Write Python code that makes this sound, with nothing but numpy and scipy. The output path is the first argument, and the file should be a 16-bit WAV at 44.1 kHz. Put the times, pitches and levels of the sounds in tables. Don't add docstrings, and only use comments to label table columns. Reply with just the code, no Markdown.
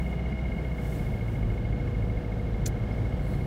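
import sys
import numpy as np
from scipy import signal
from scipy.fft import rfft, irfft
from scipy.io import wavfile

SR = 44100
rng = np.random.default_rng(int(sys.argv[2]) if len(sys.argv) > 2 else 0)


def transcribe(u):
    v = np.clip(np.atleast_2d(u).T, -1, 1)
    q = np.round(v * 32767).astype(np.int16)
    wavfile.write(sys.argv[1], SR, q)


N = 152586
T = np.arange(N) / SR


def amp(db):
    return 10 ** (np.asarray(db) / 20)


def curve(rows, column=1):
    rows = np.array(rows)
    return np.interp(T, rows[:, 0], rows[:, column])


def noise(spectrum):
    hz, db = np.transpose(spectrum)
    gain = amp(np.interp(np.log(np.fft.rfftfreq(N, 1 / SR) + 1), np.log(hz), db))
    return irfft(rfft(rng.standard_normal(N)) * gain, N) * np.sqrt(SR / 2)


def drift(rate_hz):
    hz = np.fft.rfftfreq(2 ** 13, 2 ** -11)
    white = rng.standard_normal(2 * len(hz) - 2)
    motion = irfft(rfft(white) * np.exp(-(hz / rate_hz) ** 2))
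    return np.interp(T, np.arange(len(motion)) / (2 * hz[-1]), motion / motion.std())


def resonance(hz, width_hz):
    resonator = signal.iirpeak(hz, hz / width_hz, SR)
    return signal.lfilter(*resonator, rng.standard_normal(N)) * np.sqrt(SR / 2)


def harmonic(turns, waver, waver_hz=5.4):
    angle = 2 * np.pi * (turns + rng.random())
    return np.sqrt(2) * (1 + waver * drift(waver_hz)) * np.cos(angle + waver * drift(waver_hz))


# time in seconds, level in dB.
BOOM_LEVEL = [(0, -31.5), (.45, -32), (.6, -36), (.72, -29.5), (.81, -35), (.9, -28.5), (1.02, -36),
              (1.25, -38), (1.4, -30), (1.5, -35), (1.65, -33), (1.9, -35.5), (2.03, -29.5), (2.14, -36),
              (2.55, -33.5), (2.9, -35), (3.13, -31.5), (3.32, -38), (3.46, -35)]
# time in seconds, level in dB.
OCTAVE_LEVEL = [(0, -43), (.8, -42), (1.05, -37), (1.4, -35), (2.3, -35), (3.05, -35), (3.46, -50)]
# time in seconds, lower and upper tone levels in dB.
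WHINE_LEVELS = [(0, -66, -68), (1.3, -62, -66), (1.6, -51, -62), (2, -47.5, -60), (2.7, -48.5, -60),
                (3, -50, -63), (3.46, -52, -66)]
# multiple of the cycle rate, level in dB.
CYCLE_HARMONICS = [(3, -40.5), (6, -53), (10, -43), (12, -53), (15, -56), (16, -53), (21, -56.5),
                   (22, -57.5), (24, -63.5), (26, -58), (28, -60), (29, -60.5), (32, -56), (33, -63),
                   (34, -60), (37, -63), (41, -67), (42, -56.5), (44, -61.5), (46, -61.5), (47, -63.5),
                   (52, -63.5), (53, -67)]
CYLINDERS = 4
WHINE_ORDERS = (9, 12)

def drone(cycles):
    firings = CYLINDERS * cycles
    out = amp(curve(BOOM_LEVEL)) * harmonic(firings, waver=.11)
    out += amp(curve(OCTAVE_LEVEL)) * harmonic(2 * firings, waver=.12)
    for column, order in enumerate(WHINE_ORDERS, start=1):
        out += amp(curve(WHINE_LEVELS, column)) * harmonic(order * firings, waver=.12)
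    for order, db in CYCLE_HARMONICS:
        out += amp(db) * harmonic(order * cycles, waver=.3)
    return out


# centre in Hz, width in Hz, peak gain in dB.
CABIN_MODES = [(362, 95, -59), (496, 35, -52.5), (643.7, 27, -59), (716.5, 23, -62.5)]
# time in seconds, gain in dB.
HUM_GAIN = [(0, -1.5), (1.1, -0.5), (1.8, -1.5), (3.46, 0)]

def cabin_hum(cycles, cycle_hz):
    out, hz = np.zeros(N), np.arange(2 ** 10)
    response = sum(amp(db) / (1 + (2 * (hz - centre) / width) ** 2) for centre, width, db in CABIN_MODES)
    for order in range(26, 56):
        if order / CYLINDERS not in WHINE_ORDERS:
            gain = np.interp(order * cycle_hz, hz, response)
            out += gain * np.cos(2 * np.pi * (order * cycles + rng.random()))
    return np.sqrt(2) * out * amp(curve(HUM_GAIN))


def ticks(cycles, pattern, ring_hz, level_db, rise_s=.0044, fall_s=.0062):
    out = np.zeros(N)
    jitter_s, spread_db, detuning = .00028, .8, .004
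    for share, db in pattern:
        places = np.arange(np.ceil(cycles[-1] - share)) + share
        for peak_s in np.interp(places, cycles, T):
            size, late, detune, phase = rng.standard_normal(4)
            centre = int(peak_s * SR)
            near = slice(max(centre - SR // 20, 0), centre + SR // 20)
            t = T[near] - peak_s - jitter_s * late
            envelope = np.exp(-(t / np.where(t < 0, rise_s, fall_s)) ** 2)
            ring = np.sin(2 * np.pi * (ring_hz * (1 + detuning * detune) * t + phase))
            out[near] += amp(db + spread_db * size) * envelope * ring
    return out * amp(level_db)


# position as a share of the engine cycle, relative level in dB.
MAIN_TICK = [(.02, 0)]
FAINT_TICKS = [(0.159, -3), (0.302, -1), (.59, -15), (.74, -4), (.82, -1.5)]
HIGH_TICKS = [(0.189, -13), (0.453, -1.5), (.70, -2.5), (0.956, 0.5)]
HALFWAY_TICK = [(.49, 0)]
# time in seconds, main, faint, high and halfway levels in dB.
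TICK_LEVELS = [(0, -38, -47, -52.5, -46.5), (.55, -37.3, -46.5, -53, -46), (.75, -39.7, -49, -57, -48.5),
               (1.5, -39.5, -54, -57, -50), (2.4, -42, -59, -59, -53), (2.65, -44, -56, -60, -47),
               (2.9, -42.3, -56, -60, -46), (3.15, -42.5, -56, -59, -52), (3.46, -42, -54, -58, -51)]
# time in seconds, lag as a share of the cycle.
HIGH_TICK_LAG = [(0, 0), (.65, 0), (.9, .04), (3.46, .04)]

def valve_gear(cycles, low_hz=2156, high_hz=2868):
    main_db = curve(TICK_LEVELS)
    out = ticks(cycles, MAIN_TICK, low_hz, main_db)
    out += ticks(cycles, FAINT_TICKS, low_hz, curve(TICK_LEVELS, 2))
    out += ticks(cycles - curve(HIGH_TICK_LAG), HIGH_TICKS, high_hz, curve(TICK_LEVELS, 3))
    out += ticks(cycles, HALFWAY_TICK, low_hz, curve(TICK_LEVELS, 4))
    whistle = resonance(low_hz, width_hz=30) * amp(main_db - 37)
    return out + whistle


# time in seconds, firings per second.
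FIRING_RATE = [(0.0, 61.21), (0.55, 61.57), (0.75, 59.77), (0.95, 55.7), (1.2, 55.74), (1.45, 53.77),
               (2.5, 53.81), (2.85, 55.02), (3.1, 56.51), (3.46, 56.3)]

def engine():
    cycle_hz = curve(FIRING_RATE) / CYLINDERS
    cycles = np.cumsum(cycle_hz) / SR
    return valve_gear(cycles) + drone(cycles) + cabin_hum(cycles, cycle_hz)


# frequency in Hz, density in dB per Hz before the gains.
TYRE_SPECTRUM = [(10, -110), (25, -76), (35, -53), (52, -54), (75, -53.5), (100, -53.5), (135, -55),
                 (190, -58), (250, -61.5), (320, -67.5), (480, -70.5), (600, -76), (760, -73), (1000, -81),
                 (1350, -83), (1650, -81), (1980, -87.5), (2300, -88), (2600, -92), (3200, -91.5),
                 (4200, -98), (5200, -102), (8000, -109), (11000, -113), (15000, -114)]
# time in seconds, bass gain in dB, gain above the bass in dB.
TYRE_GAINS = [(0, -8, -1), (.8, -3.5, -.5), (1.6, 2.5, -1.5), (2.3, -2.5, -1.5), (2.95, -0.5, 0),
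              (3.46, 1.5, -1)]
# frequency in Hz, density in dB per Hz before the gain.
DRUMMING_SPECTRUM = [(60, -111), (125, -51.5), (150, -54), (185, -52.5), (235, -66), (330, -89),
                     (1000, -130)]
# time in seconds, gain in dB.
DRUMMING_GAIN = [(0, -5), (.35, -0.5), (.8, -6), (1.3, -5), (2.2, -12), (2.6, -3.5), (3.46, -11)]

def tyres(crossover_hz=216):
    roll = noise(TYRE_SPECTRUM)
    bass = irfft(rfft(roll) / (1 + (np.fft.rfftfreq(N, 1 / SR) / crossover_hz) ** 4), N)
    upper = (roll - bass) * (1 + .048 * drift(rate_hz=15))
    drumming = noise(DRUMMING_SPECTRUM) * amp(curve(DRUMMING_GAIN))
    return bass * amp(curve(TYRE_GAINS)) + upper * amp(curve(TYRE_GAINS, 2)) + drumming


# frequency in Hz, density in dB per Hz before the gain.
HISS_SPECTRUM = [(1000, -120), (3000, -100), (4500, -99.5), (8000, -99), (11000, -100), (15500, -99.5)]
# time in seconds, gain in dB.
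HISS_GAIN = [(0, -7), (.14, -10.5), (.22, -26), (.32, -28), (.5, -14), (.75, -11), (.85, -1), (.96, 1.5),
             (1.05, -5), (1.24, -11), (1.34, -6.5), (1.43, -15), (1.54, -12), (1.66, -23), (2, -17),
             (2.88, -19), (2.97, -18), (3.15, -17), (3.46, -15)]

def hiss(grain=.046):
    return noise(HISS_SPECTRUM) * amp(curve(HISS_GAIN)) * (1 + grain * drift(rate_hz=300))


# time of the peak in seconds, pitch in Hz, level in dB.
TRIM_CREAKS = [(2.535, 3900, -59), (2.93, 5170, -59)]

def creaks(half_width_s=.007):
    roughness = .3 * drift(rate_hz=200)
    out = np.zeros(N)
    for peak_s, hz, db in TRIM_CREAKS:
        envelope = np.exp(-((T - peak_s) / half_width_s) ** 2)
        out += amp(db) * envelope * np.sin(2 * np.pi * hz * T + roughness)
    return out


# start in seconds, lower and treble gains in dB.
CONTACTS = [(2.655, -21, -20), (2.6584, -1, -1), (2.6622, 0.5, -8), (2.6625, 4.5, -7), (2.6665, -15, -6),
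            (2.672, -22, -1), (2.676, -13, 3.5)]

def contact_envelope(t60, treble):
    energy = np.zeros(N)
    for start, lower_db, treble_db in CONTACTS:
        decay_db = 60 * np.clip(T - start, 0, 1) / t60
        energy += (T >= start) * amp((treble_db if treble else lower_db) - decay_db) ** 2
    return np.sqrt(energy)


def scrape(edges_hz, treble, t60=.05):
    sos = signal.butter(2, edges_hz, "high" if treble else "band", fs=SR, output="sos")
    return signal.sosfilt(sos, rng.standard_normal(N)) * contact_envelope(t60, treble)


# frequency in Hz, relative level in dB, 60 dB decay time in seconds.
METAL_MODES = [(2400, -13, .04), (4080, -11, .04), (4363, -11, .05), (4802, -14, .055), (5271, -11, .055),
               (5775, -8, .045), (6158, -1, .036), (6546, -11, .055), (6904, -3, .036), (7280, -2, .043),
               (7757, -12, .045), (8124, -9, .048), (8400, -12, .04), (10500, -15, .045), (11195, -13, .04),
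               (11645, -11, .042), (12100, -18, .035), (12950, -16, .035), (13450, -18, .035),
               (15300, -15, .035)]

def clink(treble_hz=9500):
    ring = np.zeros(N)
    for hz, db, t60 in METAL_MODES:
        roughness = .51 * drift(rate_hz=200)
        ring += amp(db) * contact_envelope(t60, hz > treble_hz) * np.sin(2 * np.pi * hz * T + roughness)
    lower_scrape = scrape([1680, treble_hz], treble=False)
    bright_scrape = scrape(treble_hz, treble=True)
    return amp(-36.5) * ring + amp(-38.5) * lower_scrape + amp(-44) * bright_scrape


# frequency in Hz, density in dB per Hz before the gain.
RUSTLE_SPECTRUM = [(2000, -120), (4500, -108), (8000, -108), (12000, -106), (15500, -105)]
# centre in Hz, width in Hz, peak density in dB per Hz before the gain.
RUSTLE_MODES = [(4200, 260, -91), (7900, 290, -98.5), (9900, 380, -102), (11160, 320, -99)]
# time in seconds, gain in dB.
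RUSTLE_GAIN = [(0, -60), (2.85, -48), (2.95, -12), (3.15, -16), (3.25, -3.5), (3.32, 1), (3.37, -3.5),
               (3.46, -7)]

def rustle(flutter_db=2.5):
    out = noise(RUSTLE_SPECTRUM)
    for hz, width, db in RUSTLE_MODES:
        out += resonance(hz, width) * amp(db + flutter_db * drift(rate_hz=35))
    return out * amp(curve(RUSTLE_GAIN))


def scene():
    return (engine() + tyres() + hiss() + creaks() + clink() + rustle())[None]


def record(dry, cutoff_hz=15780):
    low_pass = signal.firwin(511, cutoff_hz, window=("kaiser", 9), fs=SR)
    return signal.oaconvolve(dry, low_pass[None], "same")


dry = scene()
out = record(dry)
transcribe(out)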